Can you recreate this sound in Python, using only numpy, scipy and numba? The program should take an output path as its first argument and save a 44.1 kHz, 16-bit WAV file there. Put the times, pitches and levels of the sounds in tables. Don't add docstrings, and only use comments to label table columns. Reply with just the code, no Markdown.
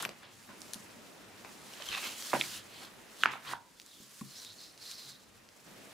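import sys
import numpy as np
from scipy import signal
from scipy.io import wavfile
from scipy.ndimage import uniform_filter1d
from numba import njit

SR = 44100
rng = np.random.default_rng(int(sys.argv[2]) if len(sys.argv) > 2 else 0)


def undo_db(level):
    steps = np.asarray(level, float) / 20
    return 10 ** steps


def file_out(sig):
    cols = np.atleast_2d(sig).T
    lim = np.clip(cols, -1, 1)
    pcm = np.round(lim * 32767).astype(np.int16)
    wavfile.write(sys.argv[1], SR, pcm)


N = 261503
EDGES_HZ = 22 * 2 ** np.arange(0, 9.6, .5)
SNAP_PAN_DB = -3
# (time [s], peak level [dB])
CATCHES = [
    (1.921, -38),
    (1.928, -25.5),
    (1.9485, -22),
    (1.960, -31),
    (1.978, -24),
    (1.9823, -29),
    (1.987, -35),
]
CATCH_PAN_DB = -5


def rms_one(x):
    return x / np.sqrt(np.mean(x ** 2) + 1e-20)


def in_time(tables):
    rows = np.concatenate(tables)
    s, *columns = rows[np.argsort(rows[:, 0])].T
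    return [np.interp(np.arange(N) / SR, s, c) for c in columns]


def at_hz(points, hz):
    points = np.array(points)
    return np.interp(np.log(hz), np.log(points[:, 0]), points[:, 1])


def by_take(rows):
    s, *columns = np.transpose(rows)
    take = np.searchsorted(s, np.arange(N) / SR, side="right") - 1
    return [uniform_filter1d(c[np.maximum(take, 0)], size=SR // 40) for c in columns]


def strokes(rows):
    s, rise, hold, fall, db = np.abs(np.transpose(rows))[:, :, None]
    t = np.arange(0, N + 32, 32) / SR
    before = np.maximum(s - t, 0) / (rise + 1e-3)
    after = np.maximum(t - s - hold, 0) / (fall + 1e-3)
    power = np.sum(undo_db(-db - 20 * (before + after)) ** 2, axis=0)
    return np.interp(np.arange(N) / SR, t, power)


def band(x, low_hz, high_hz):
    return signal.sosfilt(signal.butter(2, [low_hz, high_hz], "band", fs=SR, output="sos"), x)


def drift(rate):
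    r = np.exp(-80 * np.pi * rate / SR)
    slow = signal.lfilter([1], [1, -2 * r, r * r], rng.standard_normal(N // 40 + 2002))[2000:]
    return np.interp(np.arange(N) / 40, np.arange(len(slow)), rms_one(slow))


def grit(per_s, spread_db, alike):
    sizes = undo_db(spread_db * np.minimum(rng.exponential(1, (2, N)), 5)) * rng.standard_normal((2, N))
    mid, side = sizes * (rng.random((2, N)) < per_s / SR)
    alike = np.clip(alike, 0, 1)
    return np.sqrt(1 + alike) * mid + np.sqrt(1 - alike) * side * [[1], [-1]]


def colour(sources, spectrum, patchy_db, rate):
    out = 0
    for k, (low, high) in enumerate(zip(EDGES_HZ, EDGES_HZ[1:])):
        hz = np.sqrt(low * high)
        if spectrum[0][0] <= hz <= spectrum[-1][0]:
            gain = undo_db(at_hz(spectrum, hz) + patchy_db * drift(rate))
            out = out + gain * band(sources[k % 2], low, high)
    return rms_one(out)


def add(out, s, sound, pan_db):
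    i = round(s * SR)
    sound = sound[..., :N - i]
    out[:, i:i + sound.shape[-1]] += sound * undo_db([[pan_db / 2], [-pan_db / 2]])


def burst(hz, t60, rise_s, phase):
    t = np.arange(SR // 4) / SR
    swell = 1 - np.exp(-(t / rise_s) ** 2)
    return swell * undo_db(-60 * t / t60) * np.sin(2 * np.pi * hz * t + phase)


def swing(hz, length_s, phase):
    t = np.arange(SR // 4) / SR
    swell = 1 - np.exp(-(t / (.12 * length_s)) ** 2)
    return swell * undo_db(-60 * (t / length_s) ** 1.6) * np.sin(2 * np.pi * hz * t + phase)


@njit
def moving_ring(x, hz, width_hz, sr):
    y = np.zeros_like(x)
    r = np.exp(-np.pi * width_hz / sr)
    for c in range(x.shape[0]):
        for i in range(2, x.shape[1]):
            feedback = 2 * r * np.cos(2 * np.pi * hz[i] / sr) * y[c, i - 1] - r * r * y[c, i - 2]
            y[c, i] = x[c, i] - x[c, i - 2] + feedback
    return y


def room_tone():
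    # (start [s], room tone [dB], handling rumble [dB])
    take_levels = [(0, -57, -64), (.13, -65, -72), (.48, -59.5, -69.5), (1.85, -60, -66.5),
                   (2.6, -61, -71.5), (3.37, -64, -70), (3.58, -69, -77.5), (4.3, -66.5, -74.5),
                   (5.665, -59.5, -69)]
    # (frequency [Hz], density [dB per Hz])
    air_spectrum = [(88, -54), (150, -18), (213, -2.5), (291, -6), (587, -8), (647, -10.5), (2170, -14),
                    (3960, -19.5), (13500, -33), (15800, -32)]
    # (frequency [Hz], density [dB per Hz])
    rumble_spectrum = [(22, -21), (50, -8.5), (80, -18.5), (110, -0.5), (150, -7), (220, -32)]
    tone_db, rumble_db = by_take(take_levels)
    mid, side = rng.standard_normal((2, 2, N))
    wide = [m + s * [[.65], [-.65]] for m, s in zip(mid, side)]
    close = [m + s * [[.36], [-.36]] for m, s in zip(side, mid)]
    air = colour(wide, air_spectrum, patchy_db=1.34, rate=20) * undo_db(tone_db + 5.0)
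    rumble = colour(close, rumble_spectrum, patchy_db=4.5, rate=6.0) * undo_db(rumble_db + 1.3)
    return air + rumble


def echoes(x):
    # (frequency [Hz], t60 [s])
    echo_t60 = [(200, 0.27), (1000, 0.3), (3000, 0.36), (10000, 0.12)]
    # (frequency [Hz], level [dB])
    echo_level = [(200, 5.5), (1000, -2), (3000, -8.5), (10000, 5)]
    t, tail = np.arange(SR // 2) / SR, 0
    shared, own = rng.standard_normal(len(t)), rng.standard_normal((2, len(t)))
    for low, high in zip(EDGES_HZ[5::2], EDGES_HZ[7::2]):
        hz = np.sqrt(low * high)
        decay = undo_db(at_hz(echo_level, hz) - 60 * t / at_hz(echo_t60, hz))
        tail = tail + band(0.76 * shared + own, low, high) * decay
    tail = tail * np.clip(t / 0.001, 0, 1)
    return signal.fftconvolve(x.mean(axis=0)[None], tail, axes=1)[:, :N]


def settle():
    # (frequency [Hz], level [dB], t60 [s])
    pocket_modes = [(775, -14, .3), (960, -7, 0.43), (1034, -2, .14), (1470, -6.5, .18)]
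    # (time [s], level [dB])
    touches = [
        (3.538, -42.5),
        (.5, -54),
    ]
    out, t = np.zeros((2, N)), np.arange(SR // 2) / SR
    for s, db in touches:
        for hz, level_db, t60 in pocket_modes:
            ring = rms_one(band(rng.standard_normal(len(t)), .955 * hz, 1.045 * hz))
            add(out, s, undo_db(db + level_db - 60 * t / t60) * ring, -3.0)
    return out


def knocks():
    # (time [s], peak level [dB], pitch best excited [Hz])
    touches = [(0.044, -46, 223), (0.227, -51, 437), (.277, -54, 437), (0.491, -48.5, 463),
               (0.756, -43, 225), (1.599, -61, 135), (2.068, -51, 270), (2.337, -25, 410),
               (2.345, -37, 355), (2.385, -38, 260), (3.256, -40, 302), (3.475, -53, 132),
               (4.001, -48, 236), (4.212, -35.5, 223), (4.569, -61, 234), (5.058, -60, 124)]
    # (frequency [Hz], level [dB], t60 [s])
    table_modes = [(100, -7, 0.16), (135, -2.5, 0.25), (187.4, -5.5, 0.22), (223, -2.5, 0.18),
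                   (260, -4.5, .14), (317.5, -7.5, 0.17), (352, -4, 0.1), (567, -12.5, 0.17),
                   (770, -8, .12), (990, 1.5, 0.071)]
    out = np.zeros((2, N))
    for (s, db, best_hz), phases in zip(touches, rng.random((len(touches), len(table_modes)))):
        ring = 0
        for (hz, level_db, t60), p in zip(table_modes, phases):
            octaves = np.log2(hz / best_hz)
            gain = undo_db(level_db - 9.0 * abs(octaves) - 6.4 * max(-octaves, 0))
            ring = ring + gain * burst(hz, t60, 0.0014, 6 * p)
        add(out, s, undo_db(db) * ring / np.abs(ring).max(), -.8)
    return out


def after_crackle():
    # (time [s], level [dB], lowest [Hz], highest [Hz], t60 [s])
    crackles = [(3.238, -42, 900, 2200, .1), (3.26, -38, 1600, 3000, .3), (3.262, -40, 800, 1410, .4),
                (3.54, -52, 1050, 1800, .2), (2.334, -32, 1296, 2778, 0.044), (2.342, -34, 700, 1700, 0.12)]
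    out, slips, t = np.zeros((2, N)), grit(1800, 2.0, 0.71), np.arange(SR // 2) / SR
    for s, db, low_hz, high_hz, t60 in crackles:
        i = round(s * SR)
        once = band(slips[:, i:i + len(t)], low_hz, high_hz)
        crackle = rms_one(band(once, low_hz, high_hz))
        add(out, s, undo_db(db - 60 * t / t60) * crackle, SNAP_PAN_DB)
    return out


def ticks():
    # (time [s], peak level [dB], pitch [Hz], left-right [dB])
    dry_ticks = [(0.0417, -34, 3130, 4), (0.092, -31.5, 3570, 4), (0.6178, -30.5, 5100, -8),
                 (0.655, -49, 3800, -1.5), (0.7347, -21.5, 6470, 6), (0.7431, -27.5, 5900, 2),
                 (1.8224, -37.5, 4270, -21.5), (2.2232, -30, 3140, -1), (2.27, -33, 5550, -12),
                 (2.299, -30.5, 4400, -5), (2.3244, -45, 3100, -3), (3.2417, -43, 4520, -9),
                 (3.3182, -35, 4500, -2), (3.7991, -40, 10500, 1.5), (0.7345, -32, 2600, 6),
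                 (3.799, -33, 4070, 1.5), (3.817, -37, 4030, 0.5), (3.863, -38, 5540, -1.0),
                 (4.211, -41.5, 1800, 2), (4.7772, -39.5, 4400, -2), (1.736, -38, 4000, -2),
                 (1.774, -41, 4500, -2), (1.8, -41, 1400, 2), (1.82, -37, 1700, -4), (5.093, -48, 4300, -1),
                 (4.604, -42, 4300, 1), (4.658, -43, 4500, -3), (4.522, -43, 4200, 1),
                 (5.489, -42, 3840, -1.0)]
    # (time [s], peak level [dB], pitch [Hz], left-right [dB], t60 [s])
    odd_ticks = [(.0250, -25, 8000, 9, 0.0062), (0.0512, -20.5, 2500, 5, 0.0027),
                 (0.0512, -26, 8500, 2, 0.0032), (0.6063, -38.5, 7800, -6, .006),
                 (3.2359, -28, 5970, -10, .004), (0.49, -46, 1700, -1, .02),
                 (1.448, -44.5, 3000, -2, 0.014), (1.888, -35, 7000, 2, .008),
                 (4.4488, -29, 5330, 4, 0.0018), (4.9144, -26, 5100, 1, .002), (4.995, -37, 4190, -1, .003)]
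    out, t = np.zeros((2, N)), np.arange(900) / SR
    rows = [(*r, 0.0065) for r in dry_ticks] + odd_ticks
    rows += [(s, db - 5.0, 2700, CATCH_PAN_DB, 0.0089) for s, db in CATCHES]
    for (s, db, hz, pan, t60), white in zip(rows, rng.standard_normal((len(rows), 900))):
        spray = white * undo_db(-60 * t / max(t60, .001))
        crack = band(3.4 * (t == 0) + spray, 0.55 * hz, min(1.57 * hz, 15500))
        add(out, s, undo_db(db) * crack / np.abs(crack).max(), pan)
    return out


def chatter():
    # (frequency [Hz], level [dB], t60 [s])
    edge_modes = [(1180, -3, 0.01), (2620, 0, 0.0096), (3850, 0, 0.0065)]
    out = np.zeros((2, N))
    for (s, db), u in zip(CATCHES, rng.random((len(CATCHES), 6))):
        ring = 0
        for k, (hz, level_db, t60) in enumerate(edge_modes):
            ring = ring + undo_db(level_db + 4.0 * u[k]) * swing(hz, t60, 6 * u[k + 3])
        add(out, s, undo_db(db - 9.0) * ring, CATCH_PAN_DB)
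    return out


def snaps():
    # (time [s], peak level [dB], pitch [Hz], t60 [s], overtone [dB])
    main_snaps = [(0.09, -36.5, 543, 0.01, -2), (0.489, -50, 940, 0.023, 2),
                  (2.332, -14, 965, 0.0068, -6.5), (2.345, -27, 793, 0.037, 1.5),
                  (2.35, -31, 994, 0.02, -20), (2.359, -30, 940, 0.017, -11), (2.365, -30, 563, 0.018, -12),
                  (2.382, -33, 745, 0.0065, -3), (2.411, -18.5, 2390, 0.0055, -24),
                  (2.419, -32, 2170, 0.0084, -14), (2.438, -34.5, 2320, 0.013, -14),
                  (3.235, -6.5, 1496, 0.0059, -2.5), (3.2574, -9, 1420, 0.0041, -18)]
    # (time [s], peak level [dB], pitch [Hz], t60 [s], left-right [dB])
    side_snaps = [(0.029, -27, 1280, 0.003, 4), (0.051, -27, 2600, 0.0046, 4),
                  (0.06, -31.5, 724, 0.0056, 3), (1.448, -40.5, 870, 0.0029, 16.5),
                  (1.736, -42, 2900, 0.0075, -6), (1.799, -45, 585, 0.029, -4),
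                  (1.886, -32, 3190, 0.015, 12.5), (2.336, -19.5, 610, 0.011, -11),
                  (3.336, -29, 1200, 0.0074, -5), (3.355, -36, 810, 0.0085, -5)]
    # (time [s], peak level [dB], pitch [Hz], t60 [s], left-right [dB])
    tight_snaps = [(0.027, -39, 3500, 0.0063, 10.5), (2.2704, -41.5, 3180, 0.01, -5),
                   (2.4117, -16, 3460, 0.0039, -2.5), (3.2578, -18, 2440, .0045, -1.5),
                   (2.3375, -25.5, 2300, 0.0034, -1), (3.534, -25.5, 985, 0.0078, -7),
                   (3.536, -30.5, 1450, 0.0072, -6), (4.211, -45, 1093, 0.022, 8),
                   (0.032, -36, 1400, 0.011, 1)]
    out, t = np.zeros((2, N)), np.arange(SR // 4) / SR
    rows = [(*r, SNAP_PAN_DB) for r in main_snaps]
    rows += [(*r[:4], -5, r[4]) for r in side_snaps]
    rows += [(*r[:4], -24, r[4]) for r in tight_snaps]
    phases, noises = rng.random((len(rows), 2)), rng.standard_normal((len(rows), SR // 4))
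    for (s, db, hz, t60, over_db, pan), u, white in zip(rows, phases, noises):
        t60 = max(t60, .002)
        ring = swing(hz, t60, 6 * u[0]) + undo_db(over_db) * swing(1.917 * hz, 0.6 * t60, 6 * u[1])
        crack = band(white * undo_db(-60 * t / 0.021), 0.33 * hz, 5800) * undo_db(-20)
        uneven = 2.26 * white * np.abs(white)
        small = uneven * np.clip(t / 0.002, 0, 1) * undo_db(-60 * t / 0.4)
        chase = band(small, 0.53 * hz, 1.54 * hz) * undo_db(-36.0)
        add(out, s, undo_db(db) * (ring / np.abs(ring).max() + crack + chase), pan)
    return band(out, 224, 7800)


def sliding():
    # (time at full strength [s], rise [s per 20 dB], hold [s], fall [s per 20 dB], level [dB]) fingers
    film_rubs = [(0, .01, 0.0018, 0.01, -52), (.034, -0.7, 0.019, 0, -52), (.234, 0.3, .002, 0, -64.5),
                 (.38, -0.2, .02, -0.7, -69), (.495, -0.6, .002, 0, -66.5), (.61, -1, .09, 12, -68.5),
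                 (.755, -0.54, .002, 0.3, -59), (.78, -3, .07, 4.5, -74), (1.455, 0.15, .002, 3, -64.5),
                 (3.215, 0.27, 0.03, 0.03, -57.5), (3.31, 0, 0.015, -0.1, -61),
                 (3.453, 0.1, 0.063, 0.1, -59), (3.515, 0.06, 0.015, 0.008, -49.5),
                 (3.79, -0.5, .002, -4, -72), (5.5, 0.5, .002, -2, -69), (5.67, -0.1, .26, 4, -65),
                 (1.83, .55, .002, .1, -70),
        (1.87, 0.093, 0.42, 0.3, -54),
        (2.043, 0.13, .002, 0.12, -47.5),
        (2.33, 0.9, 0.24, 0.063, -49),
        (2.626, .1, 0.26, 0.33, -66.5),
        (2.747, 0.13, 0.018, .1, -63.5),
        (2.837, 0.18, .002, 0.06, -57.5),
    ]
    table_rubs = [
        (3.9, .3, 0.13, 0.44, -69),
        (4.164, 0.54, 0.041, 0.072, -58),
        (4.29, 0.16, 0.14, 0.21, -58),
        (4.55, 0.11, 0.11, 0.2, -62.5),
        (4.818, 0.045, 0.28, 0.14, -59.5),
        (4.9, 0.18, .002, 0.37, -57),
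    ]
    glides = [(0, .01, .012, 0.037, -41), (.058, .01, .004, 0.0091, -48), (.234, 0.016, .002, 0.14, -52.5),
              (1.83, 0.23, .002, .1, -54.5), (1.92, 0.11, 0.065, 0.056, -37),
              (2.04, 0.048, 0.029, 0.17, -39.5), (2.32, 0.67, .002, 0.042, -48),
              (2.404, 0.064, .002, 0.022, -41), (2.54, 0.14, 0.039, 0.074, -46.5),
              (2.745, .1, 0.023, 0.093, -52.5), (2.82, 0.057, .025, .06, -50.5),
              (3.225, 0.048, .002, 0.06, -45.5), (3.475, 0.022, 0.015, 0.08, -44),
              (3.518, .03, 0.0062, 0.011, -48), (3.79, 0.16, .002, .16, -64),
              (3.89, 0.067, 0.094, 0.18, -57), (4.2, .05, .002, .055, -64), (4.3, 0.089, .05, .1, -56),
              (4.385, 0.15, .01, 0.25, -48.5), (4.5, 0.23, 0.017, 0.03, -47.5),
              (4.59, 0.026, 0.067, 0.11, -50.5), (4.818, .03, 0.1, 0.29, -46.5), (5.0, .2, .02, 0.15, -50),
              (5.095, .1, 0.0089, 0.12, -48.5)]
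    bends = [(0, .01, 0.0022, .05, -39.5), (.034, 0.0092, .002, 0.044, -40),
             (.055, 0.012, 0.00066, 0.0044, -30.5), (.066, .01, .002, 0.32, -54.5),
             (.234, 0.024, .002, 0.12, -49), (.398, 0.033, .002, 0.092, -59.5),
             (.495, .01, .002, 0.097, -55), (.755, .05, .002, 0.26, -61), (1.455, 0.018, .002, 0.097, -52),
             (1.829, 0.3, 0.0026, 0.037, -49), (1.92, 0.094, 0.055, 0.053, -40.5),
             (2.04, .05, 0.025, 0.13, -41), (2.16, .1, 0.15, .1, -52.5), (2.35, 0.04, .002, 0.089, -34.5),
             (2.6, 0.11, .002, 0.036, -52), (2.62, .05, 0.37, 0.53, -59.5), (2.832, 0.21, .002, 0.079, -51),
             (3.265, 0.082, .002, .012, -42.5), (3.343, 0.16, .002, 0.1, -43),
             (3.45, 0.0069, 0.059, .04, -46.5), (3.528, 0.089, .002, 0.041, -41.5),
             (4.906, 0.33, .002, 0.5, -59), (5.67, .02, .26, .1, -65)]
    # (time [s], pitch [Hz], upper mode [ratio], upper mode level [dB])
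    gap_pitch = [(0, 3200, 1.25, -4), (.75, 3720, 1.25, -1), (1.8, 3240, 1.25, 1), (1.89, 3270, 1.25, -4),
                 (1.95, 2640, 1.45, -1), (1.99, 2680, 1.45, -3), (2.06, 3250, 1.3, -3.5),
                 (2.13, 3220, 1.3, -4), (2.32, 3640, 1.25, 0), (2.5, 2930, 1.25, -1.5),
                 (2.83, 3570, 1.25, 0.5), (3.22, 3680, 1.25, 1), (3.3, 2700, 1.25, 4),
                 (3.5, 3370, 1.25, -0.5)]
    # (time [s], pitch [Hz], upper mode [ratio], upper mode level [dB])
    turn_pitch = [(3.88, 3870, 1.25, -10), (4.05, 3400, 1.25, -12), (4.3, 4500, 1.17, -2),
                  (4.36, 4280, 1.25, 0), (4.39, 4270, 1.4, 6.5), (4.41, 4400, 1.3, -6),
                  (4.47, 4000, 1.3, -11), (4.5, 3850, 1.3, -10), (4.53, 4350, 1.2, -12),
                  (4.6, 4300, 1.2, -4), (4.7, 4300, 1.2, -3), (4.82, 4350, 1.17, -3.5),
                  (4.92, 4500, 1.17, -2.5), (5.02, 4240, 1.17, -2.5), (5.2, 4200, 1.2, -15),
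                  (5.93, 3400, 1.25, 6)]
    # (frequency [Hz], density [dB per Hz])
    hiss_spectrum = [(880, -11.5), (1500, -11.5), (1980, -13), (3020, -12), (5510, -6), (8250, -11),
                     (12500, -10), (15800, -31.5)]
    # (frequency [Hz], density [dB per Hz])
    flex_spectrum = [(250, -12), (500, -13.5), (900, -7.5), (1500, -7.5), (2300, -8.5), (3500, -17.5)]
    idle_db, gap_share_db, bend_share_db = -85.5, -15, -12
    handled = strokes(film_rubs) + undo_db(2 * idle_db)
    rub = handled + strokes(table_rubs)
    hiss_db = 10 * np.log10(rub)
    gap_db = 10 * np.log10(strokes(glides) + undo_db(2 * gap_share_db) * rub)
    flex_db = 10 * np.log10(strokes(bends) + undo_db(2 * bend_share_db) * handled)
    gap_hz, upper, upper_db = in_time([gap_pitch, turn_pitch])
    grip = drift(19.0)

    fine = [grit(9000, 1.2, 0.74), grit(9000, 0.39, 0.64)]
    hiss = colour(fine, hiss_spectrum, patchy_db=-0.7, rate=9.1) * undo_db(hiss_db + 3.5 + 1.32 * grip)

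    gap_hz = gap_hz * undo_db(0.25 * drift(26))
    slips = moving_ring(grit(5000, 1.0, 0.91), gap_hz, 3000.0, SR)
    lower_mode = 400 * moving_ring(slips, 0.958 * gap_hz, 430.0, SR)
    upper_mode = 450 * undo_db(upper_db) * moving_ring(slips, 0.95 * upper * gap_hz, 680.0, SR)
    gap = rms_one(band(lower_mode + upper_mode, 2030, 7300)) * undo_db(gap_db - 3.0 + 0.78 * grip)

    coarse = [grit(2500, 1.55, 0.57), grit(2500, 1.7, 0.63)]
    flex = colour(coarse, flex_spectrum, patchy_db=2.5, rate=6.9) * undo_db(flex_db - 3.0 + 0.53 * grip)
    return (hiss + gap + flex) * undo_db([[-.6], [.6]])


def scene():
    hits = snaps() + ticks() + chatter() + knocks()
    reverberant = hits + undo_db(-34) * echoes(hits)
    return reverberant + settle() + after_crackle() + sliding() + room_tone()


def band_limit(x):
    return signal.sosfilt(signal.butter(12, 16430, fs=SR, output="sos"), x)


def record(dry):
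    finished = signal.sosfilt(signal.cheby2(14, 70, 16500, fs=SR, output="sos"), dry)
    return band_limit(finished)


dry = scene()
out = record(dry)
file_out(out)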